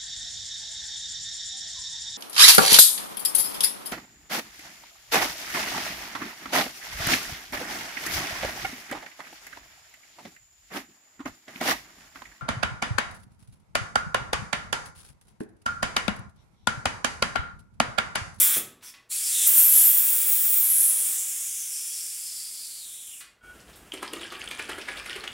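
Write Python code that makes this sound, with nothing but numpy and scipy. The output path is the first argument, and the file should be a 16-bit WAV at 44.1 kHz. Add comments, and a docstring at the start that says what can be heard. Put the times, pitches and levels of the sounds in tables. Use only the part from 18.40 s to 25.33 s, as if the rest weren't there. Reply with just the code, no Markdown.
"""Two short spurts of air leave a bicycle tyre in a tiled bathroom, then a long hiss: turbulence at the
valve, with a breathy whistle of eddies off the pin that climbs as the valve opens and sinks as the tyre
empties. The pin clicks shut and the wheel squeaks faintly as a hand sticks and slips on it. Last, a small
bottle of sealant is shaken, about ten strokes a second: the liquid slaps, trapped air gulps, froth fizzes.
The sound is mono."""
import sys
import numpy as np
from scipy import signal
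from scipy.fft import rfft, irfft
from scipy.io import wavfile

SR = 44100
rng = np.random.default_rng(int(sys.argv[2]) if len(sys.argv) > 2 else 0)


def pcm_store(signal):
    """Save signal as 16-bit PCM."""
    levels = np.round(np.clip(np.atleast_2d(signal), -1, 1) * 32767)
    wavfile.write(sys.argv[1], SR, levels.astype(np.int16).T)


N = 305613
TIME = np.arange(N) / SR


def from_db(db):
    """Decibels to gain."""
    return 10 ** (np.asarray(db) / 20)


def rms_one(x):
    """Scale to unit power."""
    return x / np.sqrt(np.mean(x ** 2) + 1e-20)


def automation(points):
    """Draw straight lines through (time, value) points, one value per sample."""
    times, values = np.transpose(points)
    return np.interp(TIME, np.sort(times), values)


def at_hz(points, hz):
    """Read a curve along log frequency."""
    freqs, values = np.transpose(points)
    return np.interp(np.log(np.maximum(hz, 1)), np.log(freqs), values)


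def colour(x, spectrum):
    """Shape a signal with an EQ curve; unit power."""
    eq = from_db(at_hz(spectrum, np.fft.rfftfreq(N, 1 / SR)))
    return rms_one(irfft(rfft(x) * eq, N))


def noise(spectrum):
    """Noise shaped by an EQ curve; unit power."""
    return colour(rng.standard_normal(N), spectrum)


def band_noise(length, low_hz, high_hz):
    """Gently band-passed noise; unit power."""
    bandpass = signal.butter(2, [low_hz, high_hz], "band", fs=SR, output="sos")
    return rms_one(signal.sosfilt(bandpass, rng.standard_normal(length)))


def drift(rate_hz):
    """Smooth random modulation up to a given rate; unit power."""
    lowpass = signal.butter(2, rate_hz, fs=SR, output="sos")
    return rms_one(signal.sosfilt(lowpass, rng.standard_normal(N + SR))[SR:])


def gate(start_s, end_s, ramp_s):
    """Fully open between two times, with fades outside them."""
    fade_in = np.clip((TIME - start_s) / ramp_s + 1, 0, 1) ** 2
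    fade_out = np.clip((end_s - TIME) / ramp_s + 1, 0, 1) ** 2
    return fade_in * fade_out


def low_cut(x, hz):
    """Roll off the bass, which small things do not radiate."""
    return signal.sosfilt(signal.butter(3, hz, "high", fs=SR, output="sos"), x)


def ring(clicks, hz, t60_s):
    """A unit click sets a sine of height 1 ringing."""
    radius, angle = np.exp(-np.log(1000) / (t60_s * SR)), 2 * np.pi * hz / SR
    return signal.lfilter([0, np.sin(angle)], [1, -2 * radius * np.cos(angle), radius ** 2], clicks + 1e-18)


def strike(hits, modes):
    """Each (time_s, level_db) hit rings all the modes of an object."""
    force = np.zeros(N)
    for time_s, db in hits:
        force[round(time_s * SR)] = from_db(db)
    return sum(from_db(db) * ring(force, hz, t60_s) for hz, db, t60_s in modes)


def add(track, sound, start_s):
    """Mix a short sound in from a given time."""
    start = round(start_s * SR)
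    track[start:start + len(sound)] += sound[:N - start]


# EQ of the still room: freq_hz, gain_db
ROOM_TONE_EQ = [(25, -17), (49, 2.5), (70, -2), (150, -4), (400, -6.5), (1500, -10.5), (4000, -22),
                (16000, -31)]
def room_tone(level_db=-68):
    """A very quiet, dark bed of noise."""
    return from_db(level_db) * noise(ROOM_TONE_EQ)


# EQ of the rustle: freq_hz, gain_db
RUSTLE_EQ = [(22, -30), (50, 2), (90, -8), (250, -6.5), (520, -10), (900, -15), (1600, -13.5), (2200, -18),
             (2900, -16.5), (4000, -25.5), (9600, -22), (16000, -31)]
def rustle(level_db=-53, start_s=5.025, swell_s=0.05, unrest_db=1.5):
    """The soft noise of someone moving about swells in and stays."""
    swell = np.sqrt(np.clip((TIME - start_s) / swell_s, 0, 1))
    return from_db(level_db + unrest_db * drift(14)) * noise(RUSTLE_EQ) * swell


# Reverb time of the tiled room: freq_hz, t60_s
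TILE_DECAY = [(200, 0.75), (530, 0.48), (1400, 0.45), (3700, 0.39), (9700, 0.3), (15000, 0.2)]
def tile_echoes(predelay_s=0.002):
    """One second of dense echoes whose treble dies first; unit energy."""
    t, hz = TIME[:SR], np.fft.rfftfreq(SR, 1 / SR)
    spectrum, tail = rfft(rng.standard_normal(SR)), np.zeros(SR)
    edges = np.geomspace(20, SR / 2, num=15)
    for low, high in zip(edges, edges[1:]):
        t60_s = at_hz(TILE_DECAY, np.sqrt(low * high))
        band = irfft(spectrum * ((hz >= low) & (hz < high)), SR)
        tail += band * np.exp(-np.log(1000) * t / t60_s)
    tail *= t > predelay_s
    return tail / np.linalg.norm(tail)


def bathroom(x, wet_db, shift_rad=1.4):
    """Direct sound plus echoes, crossfading between two patterns as the source shifts in the hands."""
    angle, wet = shift_rad * drift(3.65), from_db(wet_db)
    first, second = (signal.fftconvolve(x, tile_echoes())[:N] for _ in range(2))
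    echoes = np.cos(angle) * first + np.sin(angle) * second
    return (x + wet * echoes) / np.hypot(1, wet)


# Finger scratches: start_s, level_db, pitch_hz, decay_s
SCRATCHES = [(5.196, -46, 3500, 0.0016), (5.203, -49, 6000, .005), (5.28, -44, 2800, 0.003),
             (5.331, -50, 3940, 0.018), (5.358, -48, 10000, 0.017)]
def scratches(spread=1.4):
    """Fingers scrape over the bottle in short, faint rasps."""
    out, t = np.zeros(N), TIME[:SR // 8]
    for start_s, db, hz, decay_s in SCRATCHES:
        rasp = band_noise(len(t), hz / spread, hz * spread)
        add(out, from_db(db) * rasp * np.exp(-t / decay_s), start_s)
    return out


# Fader of the squeak: time_s, level_db
SQUEAK_FADER = [(5.0, -110), (5.012, -56.5), (5.032, -55.5), (5.043, -44), (5.12, -53.5), (5.14, -65),
                (5.17, -110)]
# Modes of the wheel: pitch_hz, gain_db
WHEEL_MODES = [(1362, -1.5), (1464, 2.5), (2250, -17.5), (2794, -19), (3225, -11.5), (8533, -21)]
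def wheel_squeak(wobble=0.0038, rough_db=1.5):
    """Skin sticks and slips on the wheel and keeps a few of its modes sounding."""
    warped_time = np.cumsum(1 + wobble * drift(60)) / SR
    modes = sum(from_db(db + rough_db * drift(70)) * np.sin(2 * np.pi * hz * warped_time)
                for hz, db in WHEEL_MODES)
    return rms_one(modes) * from_db(automation(SQUEAK_FADER))


# The hand's hit on the tyre: start_s, force_db
TYRE_HITS = [(.168, -36.5)]
# Modes of the tyre: pitch_hz, gain_db, t60_s
TYRE_MODES = [(139, -30, 0.13), (245, -23.5, 0.15), (353, -2, 0.056), (450, 13.5, 0.013),
              (630, 11.5, 0.0099), (1147, 2.5, 0.057), (1280, -12.5, 0.44)]
def tyre_bump(trim_db=-4):
    """The hand bumps the tyre, which answers with a short knock."""
    return from_db(trim_db) * low_cut(strike(TYRE_HITS, TYRE_MODES), hz=85)


# Clicks of the valve pin: start_s, crack_db, ring_db
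PIN_CLICKS = [(.41, -53, -60), (0.426, -42, -54), (.539, -43, -46), (4.807, -37, -45.5)]
# Modes of the pin: pitch_hz, gain_db, t60_s
PIN_MODES = [(1122, 1.5, 0.14), (1740, -6, .15), (1990, 8.5, 0.093), (2487, 6, 0.12)]
def pin_clicks(ring_trim_db=-11, crack_trim_db=-5, decay_s=0.019):
    """The valve pin clicks: a gritty crack over a small ring."""
    hits = [(start_s, ring_db) for start_s, _, ring_db in PIN_CLICKS]
    out, t = from_db(ring_trim_db) * strike(hits, PIN_MODES), TIME[:SR // 20]
    for start_s, crack_db, _ in PIN_CLICKS:
        crack = band_noise(len(t), 1130, 4500) * np.exp(-t / decay_s)
        add(out, from_db(crack_db + crack_trim_db) * crack, start_s)
    return out


SHAKE_FROM_S, PREROLL_S = 5.53, 0.03
def burst(low_hz, high_hz, swell_s, decay_s):
    """A puff of noise that swells to its peak, PREROLL_S after its start, and collapses."""
    t = TIME[:SR // 8] - PREROLL_S
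    envelope = np.exp(np.minimum(t, 0) / swell_s - np.maximum(t, 0) / decay_s)
    return band_noise(len(t), low_hz, high_hz) * envelope


# Strokes of the bottle: peak_s, slap_db, pitch_hz, spray_db, gulp_db, decay_s, froth_db
STROKES = [(5.5403, -33.5, 2870, -41.5, -39.5, 0.0049, -34.5), (5.63, -26, 1280, -40.5, -42, 0.0032, -35.5),
           (5.7354, -28, 3100, -34.5, -38.5, 0.002, -35), (5.8136, -33.5, 3070, -49, -69, 0.004, -34),
           (5.9254, -31.5, 1380, -46.5, -44.5, 0.0044, -40), (5.998, -43, 2010, -51, -67, 0.0061, -36.5),
           (6.1133, -27, 2700, -40.5, -53, 0.0025, -39), (6.1956, -26.5, 2280, -43.5, -47, 0.005, -36.5),
           (6.2958, -25, 1440, -41.5, -43.5, 0.0034, -37), (6.3866, -33, 1740, -47, -42, 0.0047, -38),
           (6.4887, -27, 1880, -50, -51, 0.0068, -38), (6.5754, -32, 2800, -49, -58, 0.0063, -39),
           (6.6616, -32.5, 1990, -44, -63, 0.003, -33), (6.7627, -31, 2480, -45.5, -44.5, 0.0055, -43),
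           (6.8404, -27.5, 1830, -43.5, -49, 0.0013, -47)]
def slaps(pop_trim_db=-3.5, spray_trim_db=3.5, splash_trim_db=-6, spread=1.23):
    """Sealant slaps the bottle: a pitched pop and fine spray, then a longer, softer splash."""
    out = np.zeros(N)
    for peak_s, slap_db, hz, spray_db, _, decay_s, _ in STROKES:
        swell_s = 1.18 * decay_s
        pop = from_db(slap_db + pop_trim_db) * burst(hz / spread, hz * spread, swell_s, decay_s)
        spray = from_db(spray_db + spray_trim_db) * burst(7100, 11500, swell_s, decay_s)
        splash = from_db(slap_db + splash_trim_db) * burst(410, 3170, swell_s, decay_s=0.011)
        add(out, pop + spray + splash, peak_s - PREROLL_S)
    return out


def gulps(trim_db=7, pitch_hz=311.6, climb_hz_per_s=48, attack_s=0.0023, decay_s=0.014, early_s=0.00608):
    """Trapped air rings low just before each slap, rising as the foam shrinks the pocket."""
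    out, t = np.zeros(N), TIME[:SR // 6]
    envelope = (1 - np.exp(-t / attack_s)) * np.exp(-t / decay_s)
    for peak_s, _, _, _, gulp_db, *_ in STROKES:
        hz = pitch_hz + climb_hz_per_s * (peak_s - SHAKE_FROM_S)
        tone = np.sin(2 * np.pi * hz * t * (1 + t))  # each gulp also bends up a little
        swirl = 0.95 * band_noise(len(t), 290, 486)
        add(out, from_db(gulp_db + trim_db) * (tone + swirl) * envelope, peak_s - early_s)
    return out


def churn(crest_s=0.02, rest_db=-50, foam_up_db=10.5, foam_up_s=0.47):
    """Envelope of the froth: it wells up after each stroke, settles, and grows as the sealant foams up."""
    surge = np.zeros(N)
    for peak_s, *_, froth_db in STROKES:
        age = np.maximum(TIME - peak_s, 0) / crest_s
        surge = np.maximum(surge, from_db(froth_db) * age * np.exp(1 - age))
    thinness = np.clip(1 - (TIME - SHAKE_FROM_S) / foam_up_s, 0, 1)
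    shaking = gate(SHAKE_FROM_S, TIME[-1], ramp_s=0.0096)
    return from_db(-foam_up_db * thinness) * np.hypot(surge, from_db(rest_db)) * shaking


# EQ of the froth: freq_hz, gain_db
FROTH_EQ = [(150, -7), (290, 5), (400, 2), (700, -0.5), (1300, -4.5), (1900, 3), (3200, 7.5), (4100, -3),
            (5200, -1), (6500, -12.5), (9700, -2.5), (12000, -32), (16000, -23)]
def froth(trim_db=-4, per_s=2600, size_db=6, t60_cycles=12, voices=28):
    """Small bubbles of many sizes burst in the churning sealant."""
    sizes = from_db(size_db * np.minimum(rng.exponential(1, N), 4)) * rng.choice([-1, 1], N)
    clicks = sizes * (rng.random(N) < per_s / SR)
    voice = rng.integers(0, voices, N)
    bubbles = sum(hz * ring(clicks * (voice == k), hz, t60_cycles / hz)
                  for k, hz in enumerate(np.geomspace(450, 14000, voices)))
    return colour(bubbles, FROTH_EQ) * from_db(trim_db) * churn()


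def plops(gain_range_db=(-2.5, 3.5), decay_cycles=15.4, bend=3.64, count=70):
    """Larger bubbles pinch off in the churn, each a short note that rises as it nears the surface."""
    out, t = np.zeros(N), TIME[:SR // 16]
    vigour = churn()
    for when, pitch, strength in rng.random((count, 3)):
        start_s = SHAKE_FROM_S + when * (TIME[-1] - SHAKE_FROM_S)
        hz = 1100 * 2.9 ** pitch
        note = np.sin(2 * np.pi * hz * t * (1 + bend * t)) * np.exp(-t * hz / decay_cycles)
        gain = vigour[int(start_s * SR)] * from_db(np.interp(strength, (0, 1), gain_range_db))
        add(out, gain * note, start_s)
    return out


def droplets(softest_db=-41, per_s=38, size_db=4.5, t60_cycles=36, voices=14):
    """Stray drops tick against the plastic, short and bright."""
    sizes = from_db(softest_db + size_db * np.minimum(rng.exponential(1, N), 3))
    clicks = sizes * (rng.random(N) < per_s / SR) * gate(SHAKE_FROM_S, TIME[-1], ramp_s=0.01)
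    voice = rng.integers(0, voices, N)
    return sum(ring(clicks * (voice == k), hz, t60_cycles / hz)
               for k, hz in enumerate(np.geomspace(3500, 11000, voices)))


# Big bubbles bursting: peak_s, level_db
SNAPS = [(5.521, -23), (6.077, -22.5), (6.731, -23.5), (6.837, -30), (6.878, -19)]
def snaps(pitch_hz=3040, spread=1.086, snap_trim_db=-4, crack_trim_db=-13, swell_s=0.00095, decay_s=0.0019):
    """A big bubble bursts against the bottle wall: a pitched snap with a broad crack."""
    out = np.zeros(N)
    for peak_s, db in SNAPS:
        snap = from_db(snap_trim_db) * burst(pitch_hz / spread, pitch_hz * spread, swell_s, decay_s)
        crack = from_db(crack_trim_db) * burst(600, 6700, swell_s, decay_s)
        add(out, from_db(db) * (snap + crack), peak_s - PREROLL_S)
    return out


# Presses of the pin, the last three columns added to the flow:
# start_s, end_s, flow_db, rush_db, whistle_db, sizzle_db
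PRESSES = [(0, 0.18, -29.5, -13.5, -12.5, -5), (.44, .5, -50.5, -9.5, 2.5, 5.5),
           (0.717, 4.81, -30.5, -22.5, -7, -3)]
# The finger wavers on the pin, then rests: time_s, flow_change_db
FINGER_RIDE = [(.02, 5), (.1, -2.5), (.72, -2.5), (.82, -2.5), (1.06, 6.5), (1.11, -.5), (1.19, 5.5),
               (1.27, 0), (1.41, 5.5), (1.52, -0.5), (1.72, -1), (2.28, 0), (2.39, 0.5), (2.54, 0),
               (2.9, 0), (3.75, 0), (4.2, -1.5), (4.81, -1)]
# Speed of the jet, heard as its edge tone at the pin: time_s, pitch_hz
JET_PITCH = [(.028, 11900), (.036, 14480), (.3, 15000), (.41, 5887), (.72, 4317), (.87, 5180), (.92, 3834),
             (1.058, 3395), (1.08, 15370), (1.32, 11370), (1.43, 11670), (1.48, 13900), (1.8, 15560),
             (2.22, 14900), (2.235, 11930), (2.37, 10800), (2.5, 10580), (2.78, 7670), (3.2, 6416),
             (3.35, 5610), (4.4, 4495), (4.46, 3606), (4.68, 3300), (4.81, 2147)]
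DRAIN_FROM_S, EMPTY_AT_S = 1.17, 6.31  # the tyre's pressure runs down evenly between these
SHRILL_FROM_HZ, VALVE_RAMP_S = 6560, 0.029
def airflow(trim_db, fast_db, fast_hz, pressure_power, finger_depth):
    """Gain of a jet layer: it rides the finger, fades with pressure and shifts by fast_db up to fast_hz."""
    opened = sum(from_db(flow_db + trim) * gate(start_s, end_s, VALVE_RAMP_S)
                 for (start_s, end_s, flow_db, *_), trim in zip(PRESSES, np.broadcast_to(trim_db, 3)))
    pressure = np.clip((EMPTY_AT_S - TIME) / (EMPTY_AT_S - DRAIN_FROM_S), 0.01, 1)
    speed = np.clip((automation(JET_PITCH) - SHRILL_FROM_HZ) / (fast_hz - SHRILL_FROM_HZ), 0, 1)
    ride_db = finger_depth * automation(FINGER_RIDE) + fast_db * speed
    return opened * pressure ** pressure_power * from_db(ride_db)


# EQs of the jet's bright hiss, midrange rush and top-end sizzle: freq_hz, gain_db
HISS_EQ = [(1200, -48), (2200, -17), (3400, -14.5), (4300, -25), (5500, -8.5), (6650, -7.5), (7300, 1),
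           (7900, -1), (9400, 1), (10700, -2.5), (11400, -5.5), (13200, -9.5), (16000, -12)]
RUSH_EQ = [(25, -36), (60, -39), (110, -15.5), (250, -4.5), (600, -16), (1000, -3.5), (1600, 4),
           (2500, 4.5), (3050, 4), (3400, 13.5), (3750, 5), (4200, -1), (6000, 2), (9000, -38)]
SIZZLE_EQ = [(60, -28.5), (300, -24.5), (4500, -14), (7000, -18.5), (9000, 2.5), (11000, 3), (13200, 0),
             (14600, 0.5), (16000, 3)]
def jet(hiss_trim_db=4.5, rush_trim_db=4.5, flutter_db=0.56):
    """Turbulence at and behind the orifice makes three layers of noise while the pin is pressed."""
    *_, rush_db, _, sizzle_db = np.transpose(PRESSES)
    hiss = noise(HISS_EQ) * airflow(
        hiss_trim_db, fast_db=-1, fast_hz=10800, pressure_power=1.47, finger_depth=1)
    rush = noise(RUSH_EQ) * airflow(
        rush_db + rush_trim_db, fast_db=3.5, fast_hz=12400, pressure_power=1.53, finger_depth=0.085)
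    sizzle = noise(SIZZLE_EQ) * airflow(
        sizzle_db, fast_db=14, fast_hz=8160, pressure_power=2.02, finger_depth=0.64)
    return (hiss + rush + sizzle) * from_db(flutter_db * drift(58))


def whistle(core_width=0.068, skirt_width=0.17, wander=0.016, lock_hz=9500, sputter_db=1.1, surge_db=1.77):
    """Eddies shed from the pin make a breathy tone: a narrow core of noise inside a wider skirt."""
    hz = automation(JET_PITCH)
    *_, whistle_db, _ = np.transpose(PRESSES)
    level = airflow(whistle_db, fast_db=18.5, fast_hz=10910, pressure_power=0.83, finger_depth=1)
    phase = 2 * np.pi * np.cumsum(hz * (1 + wander * drift(29.88))) / SR
    # a fast jet locks on to the pin: above lock_hz the tone grows no wider
    eddy_time = np.cumsum(np.minimum(hz / lock_hz, 1)) / SR

    def eddies(width):
        """A band of noise around the pitch, its width a share of that pitch."""
        cos_gain, sin_gain = (np.interp(eddy_time, TIME, drift(width * lock_hz)) for _ in range(2))
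        return cos_gain * np.cos(phase) + sin_gain * np.sin(phase)

    tone = rms_one(eddies(core_width) + 0.75 * eddies(skirt_width))
    flicker = from_db(sputter_db * drift(120) + surge_db * drift(6))
    return low_cut(tone * level * flicker, hz=3700)


def scene():
    """Valve, hands and bottle each get their own send to the tiles, the hands wettest."""
    valve = bathroom(jet() + whistle(), wet_db=-3.5)
    hands = bathroom(pin_clicks() + tyre_bump() + wheel_squeak() + scratches(), wet_db=0.5)
    bottle = bathroom(slaps() + snaps() + gulps() + froth() + plops() + droplets(), wet_db=-4)
    mono = valve + hands + bottle + rustle() + room_tone()
    return np.array([mono, mono])


def record(dry, cutoff_hz=15850):
    """A steep high cut takes off the very top."""
    lowpass = signal.firwin(601, cutoff_hz, fs=SR, window="blackman")
    return signal.fftconvolve(dry, lowpass[None], "same", axes=1)


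dry = scene()
out = record(dry)
pcm_store(out)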